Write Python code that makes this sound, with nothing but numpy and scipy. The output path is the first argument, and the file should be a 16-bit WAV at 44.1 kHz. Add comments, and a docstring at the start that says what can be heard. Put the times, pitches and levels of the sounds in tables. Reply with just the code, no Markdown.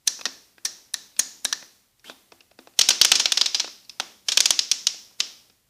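"""A hand first turns a washing machine's small plastic dial notch by notch: noise bursts ring damped modes.
It then moves along the panel with light taps and a fingertip squeak, a gliding resonance of noise.
Last it spins the large program dial in two rattling runs; short swells of noise come before some clicks.
After each click the steel cabinet rings as decaying sines and the tiled room as decaying coloured noise.
A close phone microphone clips the loudest peaks; rumble stays steady and hiss rises with the sound."""
import sys
import numpy as np
from scipy import signal
from scipy.fft import rfft, irfft
from scipy.io import wavfile
from scipy.ndimage import uniform_filter1d

SR = 44100
rng = np.random.default_rng(int(sys.argv[2]) if len(sys.argv) > 2 else 0)


def unload_wav(signal):
    """Save mono or channel-first audio to the path in sys.argv[1] as 16-bit WAV at rate SR, clipped to [-1, 1]."""
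    wavfile.write(
        sys.argv[1],
        SR,
        np.round(np.clip(np.atleast_2d(signal).T, -1, 1) * 32767).astype(np.int16),
    )


N = 250929

# notches of the small dial: start_s, level_db, low_db, treble_db, chatter_ms, loudest_hz, release_lead_ms
SMALL_CLICKS = [(.0750, -5.5, -10.5, 3.5, 2.64, 5770, 1.9), (0.2544, -11.5, 11, -21.5, 1, 5500, 2.4),
                (0.6511, -12, 1, 4.5, 7.9, 5650, 1.96), (0.9404, -11.5, 3, 6.5, 2.4, 3850, 2.9),
                (1.1930, -6.5, -0.5, 9, 4.9, 6800, 1.6), (1.4496, -10.5, 9, 9.5, 2.7, 3890, 3.1),
                (1.526, -10.5, 9.5, -10, 1.63, 5770, 2.2)]
# notches of the large dial: start_s, level_db, low_db, treble_db, chatter_ms, loudest_hz
LARGE_CLICKS = [(2.789, -3, 10.5, 16.5, 3.5, 5740), (2.811, -4.5, -5, -6, 3.8, 4700),
                (2.833, -29, -.5, -6, 2.3, 5620), (2.887, -3, 13, 20, 2.9, 5200),
                (2.904, -7, 11, -4.5, 6.5, 4550), (3.013, 5, -1, -4.5, 1.9, 6100),
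                (3.0472, -2, 11.5, 19, 2.6, 4800), (3.116, -1, 11.5, 3.5, 2.7, 4230),
                (3.153, -9.5, 2, 8, 7.1, 4950), (3.1957, -9, 11, 7, 9.3, 6080),
                (3.2557, -4.5, 8.5, -27, 2.5, 2520), (3.3192, -7, 9, 14, 2.5, 3600),
                (3.372, -9, 6, -6, 4.9, 5500), (3.411, -6, 4.5, -27, 3.2, 5140),
                (3.458, -10, 3.5, 3, 4.7, 5130), (3.5444, -10.5, 3, -10.5, 8.2, 5100),
                (3.5965, -11, 7, -3, 6.3, 4100), (3.998, -12.5, 27, 13.5, 2.46, 3350),
                (4.2837, -11.5, 7, 8.5, 7.6, 3600), (4.318, -12, 6, 8, 8.3, 3670),
                (4.372, -2.5, 11.5, 14.5, 2.5, 3690), (4.403, -2, 7.5, 15.5, 2.1, 6180),
                (4.4554, -5, 5.5, 11, 3.5, 4500), (4.505, -3, 10, 16, 1.55, 6260),
                (4.59, -5, -7, -4.5, 3.2, 4950), (4.7134, -5, -7, 10.5, 1.94, 5590),
                (4.868, -5, -7, 4.5, 1.9, 5500), (5.202, -7, 6.5, -9, 2.9, 3130)]
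# light taps on the panel, and two bounces (0.261 s, 0.267 s) after a dial click:
# start_s, level_db, low_db, treble_db, loudest_hz
TAPS = [(.19, -36, 10, 3, 5800), (.21, -28.5, -5.5, 17, 1020), (.261, -19, -6.5, -24, 6150),
        (0.267, -31, -40, -10, 5780), (0.58, -40.5, 7, 20, 1780), (1.164, -39.5, -14, 15, 4280),
        (1.624, -36, 16, -14, 1770), (1.994, -50.5, -14.5, -5, 5540), (2.096, -25.5, 6, -5, 740),
        (2.319, -37, 6.5, -23, 633), (2.405, -41, -9.5, -2.5, 2720), (2.511, -47.5, 4, 3.5, 606),
        (2.588, -33, 7, -19.5, 440), (2.671, -34.5, 8, -15.5, 774), (2.736, -54, -4.5, -13.5, 528),
        (3.643, -24.5, 2.5, -14, 4600), (3.675, -32.5, 8, -9.5, 4300), (3.848, -46.5, -34, -14, 4460),
        (3.894, -27, -36.5, 10, 5110), (4.942, -42, 13.5, -19.5, 600), (5.109, -54, 6, -20.5, 790),
        (5.497, -47.5, -1, -9, 5110)]
# short swells of noise before some clicks: start_s, end_level_db, rise_ms
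SWELLS = [(0.061, -32.5, 15), (1.173, -37.5, 27), (1.432, -46.5, 14), (2.765, -35.5, 44), (4.252, -39, 43),
          (4.484, -34, 29), (5.187, -33, 17)]
# path of the fingertip squeak: time_s, pitch_hz, level_db
SQUEAK = [(2.043, 1780, -47.5), (2.053, 2160, -50.5), (2.062, 3120, -49), (2.09, 3250, -47),
          (2.1, 3400, -46), (2.131, 3700, -57)]
# modes of each part, before a blow tilts and detunes them: pitch_hz, width_hz, level_db (relative)
SMALL_MODES = [(300, 180, -40), (650, 400, -34.5), (1080, 1400, -9.5), (1400, 350, -47.5), (1760, 184, 5),
               (2700, 2700, -4), (3400, 450, 1), (4167, 630, 9), (4740, 470, 1.5), (5780, 1500, 9.5),
               (6800, 980, -13.5), (7960, 2700, -3), (9330, 1100, -18), (13000, 7500, -14)]
LARGE_MODES = [(272, 43, -29.5), (450, 850, -17.5), (740, 770, -8), (1330, 450, -11), (1650, 1200, -4.5),
               (2530, 770, 2.5), (3313, 1090, 11), (4187, 1210, 12.5), (4950, 560, 13.5), (5500, 550, 15),
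               (6250, 1574, 11.5), (6430, 270, -5), (8860, 1300, -5), (13200, 5000, -21)]
PANEL_MODES = [(350, 370, 7.5), (630, 1100, 2.5), (1415, 770, 5), (2553, 340, 9), (3600, 670, 6),
               (4770, 1800, 6.5), (7500, 4400, -21), (11000, 12000, -35)]
# ringing of the steel cabinet: pitch_hz, level_db (relative), t60_s
CABINET_MODES = [(263, -1, .25), (341, -5, .2), (759, -12, .15), (2660, -27, .3), (2955, -30, .25),
                 (3540, -29, .3), (4452, -29, .3), (4800, -27, .35), (5269, -30, .3)]
# reverberation time of the room: frequency_hz, t60_s
ROOM_T60 = [(200, 0.69), (500, 0.41), (1500, 0.41), (4000, 0.52), (7000, 0.49), (10000, 0.33), (15000, 1)]
# colour of the reverberation: frequency_hz, level_db (relative)
ROOM_COLOUR = [(200, 4.5), (700, 2.5), (1500, 2.5), (3000, 0), (4500, 0), (5800, 3.5), (7000, -0.5),
               (8500, -3.5), (11000, -5), (15000, -12.5)]
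# spectrum of rumble and microphone hiss: frequency_hz, density_db (relative, per Hz)
NOISE_SPECTRUM = [(18, -38), (30, -6.5), (85, -2), (137, 0), (219, -15.5), (1590, -23), (2070, -21.5),
                  (4910, -21), (12900, -24), (14300, -22), (15500, -25.5)]

# how each part is struck: rise_ms, rebound_db, middle_db, thump_db, room_db
SMALL_BLOW = (0.9, -6.5, 0.7, 2.5, -1.4)
LARGE_BLOW = (1.5, -5, 3, 5.5, 0.15)
TAP_BLOW = (1.75, -5, 3.5, 1.5, -2)
REBOUND_MS, TAP_CHATTER_MS = 4.3, 1.95
LOUDEST_WIDTH_HZ, LOUDEST_DB = 324, 12.5
# dB by which middle, thump and room follow one dB of low or treble, or one ms of longer chatter
MIDDLE_PER_LOW, MIDDLE_PER_TREBLE, THUMP_PER_LOW, ROOM_DB_PER_MS = 0.3, 0.2, 0.59, 0.38
# release tick: level relative to its click, and dB gained per dB of the click's treble
TICK_HZ, TICK_WIDTH_HZ, RELEASE_DB, RELEASE_PER_TREBLE = 9500, 1500, -16, 1.4
RUB_DB = -2  # relative to the whistle
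CABINET_DB, ROOM_DB = -47.5, -14
MIC_LOW_HZ, SHELF_HZ, EDGE_HZ = 233, 15050, 16300
CLIP_DB, HISS_DB, RUMBLE_DB = -3.6, -55.5, -75.5  # hiss level with the gate fully open


def click(modes, blow, start_s, level_db, low_db, treble_db, chatter_ms, loudest_hz):
    """Selective excitation: the hold makes one mode stand out, and long chatter feeds the room more."""
    rise_ms, rebound_db, middle_db, thump_db, room_db = blow
    middle_db = middle_db + MIDDLE_PER_LOW * low_db + MIDDLE_PER_TREBLE * treble_db
    thump_db = thump_db + THUMP_PER_LOW * low_db
    room_db = room_db + ROOM_DB_PER_MS * (chatter_ms - 2.5)
    tilt = [(300, thump_db), (900, low_db), (2300, middle_db), (5000, 0.0076), (10000, treble_db)]
    modes = modes + [(loudest_hz, LOUDEST_WIDTH_HZ, LOUDEST_DB)]
    near, far = strike(modes, level_db, tilt, rise_ms, chatter_ms, rebound_db, room_db)
    return start_s, near, far


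def strike(modes, level_db, tilt, rise_ms, chatter_ms, rebound_db, room_db):
    """Modal excitation: chattering contact and one rebound ring the modes, for microphone and room."""
    ms = np.arange(2600) * 1000 / SR
    rise_ms = max(rise_ms, .1)
    after_rebound = ms - rise_ms - REBOUND_MS
    decay = np.exp(-np.maximum(ms - rise_ms, 0) / max(chatter_ms, .2))
    contact = np.minimum(ms / rise_ms, 1) ** 2 * decay
    contact += amp(rebound_db) * (after_rebound > 0) * np.exp(-abs(after_rebound) / 0.79)
    chatter = rng.standard_normal((len(modes), len(ms))) * contact
    detune = rng.standard_normal(len(modes))
    impulse = 1. * (ms == 0)
    near = power = 0
    for k, (hz, width_hz, mode_db) in enumerate(modes):
        gain = amp(mode_db + read(tilt, hz)) * np.sqrt(width_hz)
        near += gain * ring(chatter[k], hz * (1 + 0.025 * detune[k]), width_hz)
        # heard from all sides, the modes blur
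        power += abs(gain * rfft(ring(impulse, hz, 1.83 * width_hz))) ** 2
    far = np.roll(irfft(np.sqrt(power)), 130)  # a compact pulse, shifted by 130 samples
    scale = amp(level_db) / np.sqrt(2 * uniform_filter1d(near ** 2, 60).max())
    return scale * near, scale * amp(room_db) * far


def release_tick(start_s, level_db):
    """Spring release: a brief decaying noise burst rings one very high mode."""
    t = np.arange(300) / SR
    burst = rng.standard_normal(len(t)) * np.exp(-t / 0.001)
    tick = ring(burst, TICK_HZ, TICK_WIDTH_HZ)
    tick = amp(level_db) * tick / abs(tick).max()
    return start_s, tick, tick


def swell(start_s, end_level_db, rise_ms):
    """Swelling noise: modal noise rises by 27.4 dB towards its end."""
    ms = np.arange(round(rise_ms * SR / 1000)) * 1000 / SR
    noise = rng.standard_normal(len(ms))
    sound = evened(resonant_body(noise, LARGE_MODES))
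    sound = sound * amp(end_level_db - 27.4 * (1 - ms / rise_ms))
    return start_s, sound, sound


def squeak():
    """Stick-slip friction: skin on plastic gives a broken rising whistle in a broad rub."""
    times_s, pitch_hz, level_db = np.transpose(SQUEAK)
    t = np.arange(times_s[0], times_s[-1], 1 / SR)
    slip, rubbing, unsteadiness = rng.standard_normal((3, len(t)))
    whistle = ring(slip, np.interp(t, times_s, pitch_hz), 530)
    whistle = whistle * amp(2.5 * evened(uniform_filter1d(unsteadiness, 250)))
    rub = resonant_body(rubbing, PANEL_MODES)
    sound = amp(np.interp(t, times_s, level_db)) * (evened(whistle) + amp(RUB_DB) * evened(rub))
    return times_s[0], sound, sound


def resonant_body(x, modes):
    """Superposition: the modes answer the same excitation in parallel."""
    return sum(amp(level_db) * resonate(x, hz, width_hz) for hz, width_hz, level_db in modes)


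def ring(x, hz, width_hz):
    """Cascaded resonance: filtering twice steepens the skirts; the result has rms 1."""
    return evened(resonate(resonate(x, hz, width_hz), hz, width_hz))


def resonate(x, hz, width_hz):
    """Heterodyne resonance: shift hz (fixed or gliding) to zero, smooth, shift back; peak gain 1."""
    turn = np.exp(2j * np.pi * np.cumsum(hz * np.ones(len(x))) / SR)
    r = np.exp(-np.pi * width_hz / SR)
    smooth = signal.lfilter([1 - r], [1, -r], x / turn + 1e-18)
    return 2 * (turn * smooth).real


def cabinet(x):
    """Structure-borne response: each sound shakes the thin steel walls into decaying sines."""
    t = np.arange(SR // 2) / SR
    walls = sum(amp(level_db - 60 * t / t60_s) * np.sin(2 * np.pi * hz * t)
                for hz, level_db, t60_s in CABINET_MODES)
    return amp(CABINET_DB) * signal.fftconvolve(x, walls)[:N]


def room(x):
    """Diffuse reverberation: dense reflections build up in 2.2 ms, then each band dies at its own speed."""
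    hz, t, bands = signal.stft(rng.standard_normal(SR), SR, nperseg=256)
    bands = bands * amp(-60 * t / read(ROOM_T60, hz)[:, None])
    bands = bands * amp(read(ROOM_COLOUR, hz))[:, None]
    tail = signal.istft(bands, SR, nperseg=256)[1][:SR]
    tail = tail * np.minimum(np.arange(SR) / SR / 0.0022, 1)
    return amp(ROOM_DB) * signal.fftconvolve(x, tail / np.linalg.norm(tail))[:N]


def background_noise(lo_hz, hi_hz):
    """Stationary noise: a random spectrum shaped by the noise table, between two frequencies; rms 1."""
    hz = np.fft.rfftfreq(N + 1, 1 / SR)
    spectrum = rfft(rng.standard_normal(N + 1)) * amp(read(NOISE_SPECTRUM, hz))
    spectrum = spectrum * (hz >= lo_hz) * (hz < hi_hz)
    return evened(irfft(spectrum, N + 1)[:N])


def amp(db):
    """Decibel law: amplitude ratio of a level."""
    return 10 ** (np.asarray(db) / 20)


def evened(x):
    """Power normalisation: scales to rms 1."""
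    return x / np.sqrt(np.mean(x ** 2) + 1e-20)


def read(points, hz):
    """Logarithmic pitch scale: interpolates a (frequency_hz, value) table along log frequency."""
    f, value = np.transpose(points)
    return np.interp(np.log(hz + 1), np.log(f + 1), value)


def add(mix, start_s, sound):
    """Superposition: mixes a sound in at its start."""
    part = mix[round(start_s * SR):][:len(sound)]
    part += sound[:len(part)]


def scene():
    """Source position: sounds take three room spots in turn, so neighbours in the list echo differently."""
    sounds = [click(SMALL_MODES, SMALL_BLOW, *row) for *row, _ in SMALL_CLICKS]
    # the spring leaves the notch just before each small click, louder before bright ones
    for start_s, level_db, _, treble_db, *_, lead_ms in SMALL_CLICKS:
        tick_db = level_db + RELEASE_DB + RELEASE_PER_TREBLE * treble_db
        sounds.append(release_tick(start_s - lead_ms / 1000, tick_db))
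    sounds += [click(LARGE_MODES, LARGE_BLOW, *row) for row in LARGE_CLICKS]
    sounds += [swell(*row) for row in SWELLS]
    sounds += [click(PANEL_MODES, TAP_BLOW, *row, TAP_CHATTER_MS, hz) for *row, hz in TAPS]
    sounds.append(squeak())
    direct, spots = np.zeros(N), np.zeros((3, N))
    for k, (start_s, near, far) in enumerate(sounds):
        add(direct, start_s, near)
        add(spots[k % len(spots)], start_s, far)
    return (direct + cabinet(direct) + sum(room(x) for x in spots))[None]


def record(dry):
    """Transducer limits: weak bass, hiss gated by the sound level, clipped peaks, then a treble limit."""
    bass_cut = signal.butter(3, MIC_LOW_HZ, "high", fs=SR, output="sos")  # small capsule
    dry = signal.sosfilt(bass_cut, dry)
    level_db = 10 * np.log10(abs(uniform_filter1d(dry[0] ** 2, 441)) + 1e-9)
    open_db = uniform_filter1d(np.clip(.5 * (level_db + 46), -13, 0), size=1500)
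    fall_db = np.arange(N) * 40.0 / SR  # the gate closes at 40 dB a second at most
    gate_db = np.maximum.accumulate(open_db + fall_db) - fall_db
    hiss = amp(HISS_DB + gate_db) * background_noise(180, SR)
    rumble = amp(RUMBLE_DB) * background_noise(0, 140)
    clipped = np.clip(dry + hiss + rumble, -amp(CLIP_DB), amp(CLIP_DB))
    # the treble drops to a faint shelf, then to nothing
    corners_hz = [0, SHELF_HZ, SHELF_HZ + 100, EDGE_HZ, EDGE_HZ + 600, SR / 2]
    treble_limit = signal.firwin2(801, corners_hz, [1, 1, .06, .03, 0, 0], window=("kaiser", 9), fs=SR)
    return signal.oaconvolve(clipped, treble_limit[None], "same")


dry = scene()
out = record(dry)
unload_wav(out)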